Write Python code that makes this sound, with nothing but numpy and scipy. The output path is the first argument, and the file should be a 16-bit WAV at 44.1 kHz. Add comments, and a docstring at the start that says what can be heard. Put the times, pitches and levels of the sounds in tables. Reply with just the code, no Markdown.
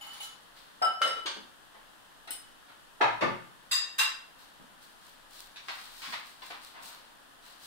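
"""A sleeve rubs the table and a glass lid sings under the fingers, then clinks down onto its jar in a bare kitchen.
Soft taps follow; the jar is set down on wood, a spoon drops into a ceramic bowl, and a magazine slides and flaps.
Ringing is modal synthesis, knocks are chattering contacts through damped bodies, sliding is shaped noise.
Blows pass through decaying room responses, over steady faint noise."""
import sys
import numpy as np
from scipy import signal
from scipy.fft import rfft, irfft
from scipy.io import wavfile
from scipy.ndimage import uniform_filter1d

SR = 44100
rng = np.random.default_rng(int(sys.argv[2]) if len(sys.argv) > 2 else 0)


def generate_wav(signal):
    """Clip the signal to [-1, 1] and save it as 16-bit WAV at the path in sys.argv[1]."""
    frames = np.transpose(np.atleast_2d(signal))
    scaled = np.clip(frames, -1, 1) * 32767
    pcm = np.round(scaled).astype(np.int16)
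    wavfile.write(sys.argv[1], SR, pcm)


N = 337806  # length of the scene [samples]
SIZE = 32768  # length of one blow with its room tail [samples]
T, HZ = np.arange(SIZE) / SR, np.fft.rfftfreq(SIZE, 1 / SR)

# hiss spectrum of skin, cloth and paper: (frequency [Hz], relative density [dB per Hz])
HISS = [(1000, -30), (4000, 8), (6500, -1), (8500, 3), (11000, -3.5), (15500, -2)]


def amp(db):
    """Decibel law: 20 dB is a factor of ten in amplitude."""
    return 10 ** (np.asarray(db) / 20)


def evened(x):
    """Normalisation to unit root-mean-square value."""
    return x / np.sqrt(np.mean(abs(x) ** 2) + 1e-30)


def read(points, hz):
    """Interpolation along a logarithmic frequency axis, as the ear spaces pitch."""
    f, value = np.transpose(points)
    return np.interp(np.log(hz + 1), np.log(f), value)


def tilt(hz, slope_db):
    """Contact stiffness: harder contacts lean the spectrum towards the treble [dB/octave about 2 kHz]."""
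    return amp(slope_db * np.log2(np.clip(hz, 200, 10000) / 2000))


def sides(pan_db):
    """Level difference between the channels: positive values lean to the left."""
    return amp(np.array([[.5], [-.5]]) * pan_db)


def add(mix, s, spectrum):
    """Superposition of one blow; its dB is the rms it would have if packed into a twentieth of a second."""
    fade = np.clip(10 * (1 - T / T[-1]), 0, 1) ** 2
    sound = irfft(spectrum) * np.sqrt(SR / 20) * fade
    part = mix[:, max(round(s * SR), 0):][:, :SIZE]
    part += sound[:, :part.shape[1]]


def room(direct=0.31, early=0.17, early_s=.02, build_s=0.0012):
    """Room impulse response at two microphones: direct sound, a few wall echoes and a dense decaying tail."""
    # reverberation time of the kitchen: (frequency [Hz], t60 [s])
    room_t60 = [(100, 0.74), (300, 0.28), (1000, 0.5), (3000, 0.45), (6000, 0.43), (10000, 0.3),
                (16000, 0.24)]
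    hz, t, z = signal.stft(rng.standard_normal((2, SIZE)), SR, nperseg=256)
    decay = amp(-60 * t / read(room_t60, hz)[:, None])
    tail = signal.istft(z * decay, SR, nperseg=256)[1][:, :SIZE]
    tail = evened(tail * (1 - np.exp(-T / build_s))) / np.sqrt(SIZE)
    echoes = (rng.random(size=(2, 8)) * early_s * SR).astype(int)
    echo_gains = early * (2 * rng.random(echoes.shape) - 1)
    np.put_along_axis(tail, echoes, echo_gains, 1)
    tail[[0, 1], rng.integers(10, 40, size=2)] += direct
    return rfft(tail)


def resonance(hz, width_hz):
    """Response of a damped oscillator: unity at its own frequency, width_hz wide."""
    return 1j * HZ * width_hz / (hz ** 2 - HZ ** 2 + 1j * HZ * width_hz)


def struck(modes, share):
    """Modal excitation: where a thing is struck decides which modes sound; this blends two striking places."""
    share = np.clip(share, 0, 1)
    return [(hz, first_db + share * (second_db - first_db), t60) for hz, first_db, second_db, t60 in modes]


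def ring(modes, path, slope_db=0, choke_hz=np.inf):
    """Modal superposition in the room; contact damping chokes modes above choke_hz into short, wide bursts."""
    out = np.zeros(path.shape, complex)
    for hz, db, t60 in modes:
        free_width_hz = np.log(1000) / (np.pi * np.clip(t60, .02, .5))
        free = evened(resonance(hz, free_width_hz) * path)
        choked = evened(resonance(hz, .02 * hz) ** 2 * path)
        share = 1 / (1 + (choke_hz / hz) ** 2)  # half the power is choked at choke_hz
        quarter_cycle = np.exp(-2j * np.pi * HZ / (4 * hz))  # keeps the two parts from cancelling
        mode = evened(np.sqrt(1 - share) * free + np.sqrt(share) * choked * quarter_cycle)
        out += rng.choice([-1, 1]) * amp(db) * tilt(hz, slope_db) * mode
    return out


def knock(colour, path, slope_db, contact_s, catches_per_s=2500):
    """Impact excitation: a dying chatter of tiny contacts drives a heavily damped body in the room."""
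    log_gain = np.log(amp(read(colour, HZ)) * tilt(HZ, slope_db))
    mirrored = np.r_[log_gain, log_gain[-2:0:-1]]
    body = np.exp(np.conj(signal.hilbert(mirrored))[:len(HZ)])  # minimum phase, hence causal
    catches = rng.standard_normal(SIZE) * (rng.random(SIZE) < catches_per_s / SR)
    chatter = catches * np.exp(-T / contact_s)
    chatter[0] = 0.26  # the first touch
    return evened(body * rfft(chatter) * path)


def hollow_note(hz, db, t60, path, swell_s=0.0024):
    """Damped resonance between gentle low and high cuts: a short hollow note that swells before it decays."""
    note = ring([(hz, db, t60)], path)
    hollow = irfft(note / (1 + (HZ / 2500) ** 2) / (1 + (200 / (HZ + 1)) ** 2))
    return rfft(hollow * (1 - np.exp(-T / swell_s)))


def noise(colour):
    """Spectral shaping of steady random noise, uncorrelated between the two microphones."""
    gain = amp(read(colour, np.fft.rfftfreq(N, 1 / SR)))
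    return evened(irfft(rfft(rng.standard_normal((2, N))) * gain, N))


def still_air(floor_db=-56):
    """Stationary background noise: the faint, steady sound of the room's still air."""
    # spectrum of the background: (frequency [Hz], relative density [dB per Hz])
    floor_colour = [(12, -15), (20, 7.5), (35, -13.5), (55, -17), (299, -8), (374, -12.5), (772, -7.5),
                    (1020, -5.5), (1110, -7), (1730, -6.5), (2230, -18), (3030, -10.5), (6250, -23),
                    (8990, -20), (15700, -28)]
    return amp(floor_db) * noise(floor_colour)


def stroke(start, length, t60, speed_up_share=0.57):
    """Friction follows speed: a stroke gathers speed, holds, and dies away once the hand stops."""
    t = np.arange(N) / SR - start
    rise = np.clip(t / (speed_up_share * length), 0, 1)
    return rise * np.exp(-np.log(1000) * np.clip((t - length) / t60, 0, 2))


def sliding(crackle_db=-6, crackles_per_s=200, rub_t60_s=1, hiss_t60_s=0.47):
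    """Friction noise: cloth and paper drag over the table while fibres snap free in a fine crackle."""
    # strokes of sleeve and paper: (start [s], length [s], rub level [dB], hiss level before crackle [dB])
    strokes = [(0, 0.054, -53.5, -57), (0.076, 0.11, -51.5, -56), (0.549, 0.04, -56, -60.5),
               (4.375, 0.055, -59.5, -61), (4.803, 0.043, -62, -58), (4.978, 0.12, -61, -61),
               (5.285, 0.13, -56.5, -53), (5.594, 0.27, -53, -54), (5.826, .31, -55, -51),
               (6.22, 0.09, -59.5, -56.5), (6.388, 0.12, -55, -54.5), (6.597, 0.074, -54.5, -54.5),
               (6.806, .08, -55.5, -48), (6.913, 0.034, -57, -73), (7.404, 0.11, -56.5, -58.5),
               (7.58, 0.12, -57, -51.5)]
    # spectrum of the rubbing: (frequency [Hz], relative density [dB per Hz])
    rub_colour = [(150, -55), (500, -11), (1000, -0.5), (2500, -5.5), (4300, -1), (7000, -24), (15000, -36)]
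    snaps = rng.exponential(size=N) * (rng.random(N) < crackles_per_s / SR)
    bursts = evened(signal.oaconvolve(snaps, np.exp(-T / .001))[:N])
    rub = noise(rub_colour)
    hiss = noise(HISS) + amp(crackle_db) * bursts * noise(HISS)
    # overlapping strokes add in power
    rub_power = sum((amp(db) * stroke(s, length, rub_t60_s)) ** 2 for s, length, db, _ in strokes)
    hiss_power = sum((amp(db) * stroke(s, length, hiss_t60_s)) ** 2 for s, length, _, db in strokes)
    return rub * np.sqrt(rub_power) + hiss * np.sqrt(hiss_power)


def lid(air_t60=0.028, air_lead_s=0.00501, ring_direct=0.85, contact_s=0.0049, choke_hz=10000):
    """Modal ringing and cavity air: the lid sings under the fingers, then rattles onto the jar with air pops."""
    # lid ringing alone in the hand: (frequency [Hz], level [dB], t60 [s])
    lid_modes = np.transpose([ [823, 1326, 2150, 2985, 6928, 8177, 10645, 13355],
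                 [-12, -11, -14, 0, -10, -20, -10, -17], [.05, .25, .05, .13, .14, .1, .14, .1]])
    # jar with its lid: (frequency [Hz], level landing flat [dB], level striking the rim [dB], t60 [s])
    jar_modes = np.transpose([ [1326, 1354, 1565, 2090, 2960, 2990, 3794, 5100, 5160, 6930, 7710, 8160, 8270, 9178, 9362, 10793, 12252, 13370, 14238, 14375, 14710, 15287],
                 [0, -15, -19, -30, -16, -14, -36, -8, -24, -44, -33, -23, -33, -28, -29, -30, -39, -44, -33, -35, -43, -48],
                 [-10, -3, -20, -16, -7, -1, -15, -17, -18, -32, -26, -18, -21, -20, -21, -29, -28, -35, -38, -35, -33, -32],
                 [.35, .14, .15, .1, .1, .28, .15, .22, .06, .15, .08, .12, .05, .1, .06, .12, .08, .08, .1, .08, .05, .08]])
    # skin catching on the lid: (time [s], ring level [dB], ring tilt [dB/octave], scuff level [dB])
    touches = [(0.011, -47, -1, -68), (0.065, -45, -3, -64), (.132, -61, 5, -57), (0.203, -42.5, -1, -50),
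               (.225, -54.5, 4.5, -46)]
    # glass on glass: (time [s], ring level [dB], rim share [0-1], ring tilt [dB/octave],
    # knock level [dB], knock tilt [dB/octave], air pop level before its filter and swell [dB])
    clinks = [(.821, -24.5, 0.03, -3, -42, -1.5, -27.5), (.846, -33.5, 0.55, 0, -50, -4, -38),
              (.867, -41, 0.76, -11, -51, -5, -45), (1.017, -25, 0.93, -3.5, -32, 1, -39),
              (1.045, -42, 1, 3, -43, 1, -35.5), (1.075, -35, 0.23, 2, -41, -1, -37.5),
              (1.165, -46, 0.9, -2, -50, 0, -47.5), (1.258, -51, 0.96, 3, -32.5, 3, -45),
              (1.361, -68, 1, -7, -50.5, -13, -62), (2.274, -59.5, 0.8, 5.5, -45, 0.5, -71),
              (2.306, -59, 1, 16, -48.5, 5, -57)]
    # spectrum of the glass knock: (frequency [Hz], relative density [dB per Hz])
    glass_colour = [(120, -57), (250, -13.5), (600, -0.5), (1700, 1.5), (2500, -4.5), (3800, -1),
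                    (5600, -15), (6500, -12.5), (7200, -33), (8600, -18.5), (10000, -45), (15500, -44)]
    gap_open_hz, gap_sag_hz_per_s, gap_shut_hz = 743, 855, 293
    out = np.zeros((2, N))
    for s, db, slope_db, scuff_db in touches:
        singing = amp(db) * ring(lid_modes, room(direct=.6), slope_db)
        scuff = amp(scuff_db) * knock(HISS, room(), slope_db=-3.0, contact_s=0.009)
        add(out, s, singing + scuff)
    for s, ring_db, rim, ring_slope_db, knock_db, slope_db, air_db in clinks:
        path = room(direct=ring_direct, build_s=0.0025)
        glass = amp(ring_db) * ring(struck(jar_modes, rim), path, ring_slope_db, choke_hz)
        clack = amp(knock_db) * knock(glass_colour, room(), slope_db, contact_s)
        add(out, s, glass + clack)
        # the pop of air in the closing gap falls steadily from the first clink until the gap is shut
        air_hz = max(gap_open_hz - gap_sag_hz_per_s * (s - clinks[0][0]), gap_shut_hz)
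        add(out, s - air_lead_s, hollow_note(air_hz, air_db, air_t60, path))
    return out


def taps(thump_s=6.075, thump_hz=235, thump_db=-55):
    """Damped impacts: dull touches of hands and flaps of paper; the magazine's spine thumps the table once."""
    # soft knocks: (time [s], level [dB], tilt [dB/octave], chatter decay constant [s])
    touches = [(1.74, -53.5, -5.5, 0.011), (2.683, -53.5, -2.5, 0.02), (4.595, -55, -12.5, 0.005),
               (5.559, -46, 4.5, 0.0088), (5.682, -36.5, 0.5, 0.0093), (5.779, -49, 2, .01),
               (6.018, -38.5, 3, 0.045), (6.122, -37.5, 0.5, .007), (6.131, -40, 0, 0.0034),
               (6.419, -45.5, -1, 0.0049), (6.503, -41.5, -2, 0.013), (6.74, -45, -4.5, 0.15)]
    # spectrum of the soft knocks: (frequency [Hz], relative density [dB per Hz])
    paper_colour = [(100, -38), (250, -13.5), (400, -16.5), (650, -4.5), (1100, 2.5), (2000, -0.5),
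                    (4200, -3.5), (6500, -19.5), (15000, -41)]
    out = np.zeros((2, N))
    for s, db, slope_db, contact_s in touches:
        touch = knock(paper_colour, room(direct=0.37), slope_db, contact_s, catches_per_s=900)
        add(out, s, amp(db) * touch)
    add(out, thump_s, ring([(thump_hz, thump_db, .06)], room()))
    return out


def jar_on_wood(note_hz=823, note_db=-28, note_t60_s=0.053, note_lead_s=0.00395):
    """Impact and plate radiation: one edge of the foot lands, then the jar drops flat and the board booms."""
    # wooden top under the jar: (frequency [Hz], level before the radiation filter [dB], t60 [s])
    board_modes = [(125.8, -10, 0.49), (167, -3.5, 0.27), (208, 1.5, 0.13), (256, 1, 0.09),
                   (318.6, -2, 0.23), (356, 5, 0.084), (434, -2, 0.1), (535, 5.5, 0.069)]
    # foot meeting wood: (time [s], knock level [dB], tilt [dB/octave], chatter decay constant [s],
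    # board level before the radiation filter and halving [dB])
    set_downs = [(3.008, -20, -0.5, 0.0054, -45), (3.04, -33.5, -4.5, 0.01, -66),
                 (3.208, -31.5, 3, 0.0036, -36), (3.217, -26, -2, 0.0081, -36.5),
                 (3.25, -56, -3, .0078, -37)]
    # spectrum of the wooden knock: (frequency [Hz], relative density [dB per Hz])
    wood_colour = [(60, -61), (90, -42), (120, -6), (170, -31), (250, -18.5), (500, -6), (830, -0.5),
                   (1300, -0.5), (1800, -4.5), (3000, -14), (4500, -22), (6800, -37.5), (15000, -51)]
    out = np.zeros((2, N))
    bass_cut = (1j * HZ / (110 + 1j * HZ)) ** 4  # a small board radiates no deep bass
    radiation = bass_cut / (1 + 1j * HZ / 1000) / 2
    for s, db, slope_db, contact_s, board_db in set_downs:
        path = room(direct=.1, build_s=.003)
        boom = amp(board_db) * ring(board_modes, path) * radiation
        add(out, s, boom + amp(db) * knock(wood_colour, path, slope_db, contact_s))
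    # a short hollow note swells as the jar lands
    add(out, set_downs[0][0] - note_lead_s, hollow_note(note_hz, note_db, note_t60_s, room()))
    return out


def spoon(choke_hz=6500):
    """Coupled modal ringing: the spoon lands on its back, bounces, then knocks the bowl with its edge."""
    # bowl and spoon together: (frequency [Hz], level landing on its back [dB],
    # level striking with its edge [dB], t60 [s])
    bowl_modes = np.transpose([ [1060, 1190, 1816, 1945, 2736, 2798, 3440, 3721, 3898, 4892, 4935, 5158, 6148, 6290, 7310, 7620, 7745, 8000, 9155, 9325, 10150, 10790, 11125, 13008, 14055, 14810, 15067],
                  [-23, -27, -12, -21, -8, -23, -16, -7, -14, 1, -27, -24, -19, -19, -10, -15, -14, -13, -21, -21, -23, -19, -19, -29, -22, -21, -24],
                  [-24, -20, -19, -13, -4, -5, -16, -17, -10, -10, -9, -15, -15, -21, -22, -15, -16, -17, -25, -12, -32, -27, -16, -18, -32, -27, -17],
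                  [.1, .12, .22, .15, .25, .2, .08, .15, .12, .2, .08, .1, .1, .1, .07, .08, .1, .1, .08, .08, .06, .08, .1, .1, .08, .06, .08]])
    # spoon on bowl: (time [s], ring level [dB], edge share [0-1], clatter level [dB], clatter tilt [dB/octave])
    hits = [(3.711, -27, 0.04, -34.5, 1), (3.731, -40, 0, -38, 13), (3.805, -57, 0, -47, -3.5),
            (3.982, -26, 1, -25.5, -0.5)]
    # spectrum of the clatter: (frequency [Hz], relative density [dB per Hz])
    clatter_colour = [(200, -46), (450, -23.5), (750, -10.5), (1200, 1.5), (2100, -2), (4000, -2.5),
                      (5700, -15), (7700, -9.5), (8800, -21), (14800, -50)]
    out = np.zeros((2, N))
    for s, ring_db, edge, clatter_db, slope_db in hits:
        path = room(direct=.1, build_s=.004)
        clatter = amp(clatter_db) * knock(clatter_colour, path, slope_db, contact_s=0.0054)
        ceramic = amp(ring_db) * ring(struck(bowl_modes, edge), path, choke_hz=choke_hz)
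        add(out, s, ceramic + clatter)
    return out


def scene():
    """Linear superposition: handled things and sliding, a little to the left, over the still air of the room."""
    # stereo lean of the handled things: (frequency [Hz], left minus right level [dB])
    lean = [(100, 1), (500, 3), (1200, 0.5), (4500, 1), (9000, 2), (13000, 5)]
    things = lid() + taps() + jar_on_wood() + spoon()
    things = irfft(rfft(things) * sides(read(lean, np.fft.rfftfreq(N, 1 / SR))), N)
    return things + sliding() * sides(pan_db=2.5) + still_air() * sides(pan_db=2.0)


def record(dry, edge_hz=15780):
    """Band limitation: a linear-phase low-pass filter removes the highest treble."""
    lowpass = signal.firwin(1023, edge_hz, window=("kaiser", 9), fs=SR)
    return signal.oaconvolve(dry, lowpass[None], "same")


dry = scene()
out = record(dry)
generate_wav(out)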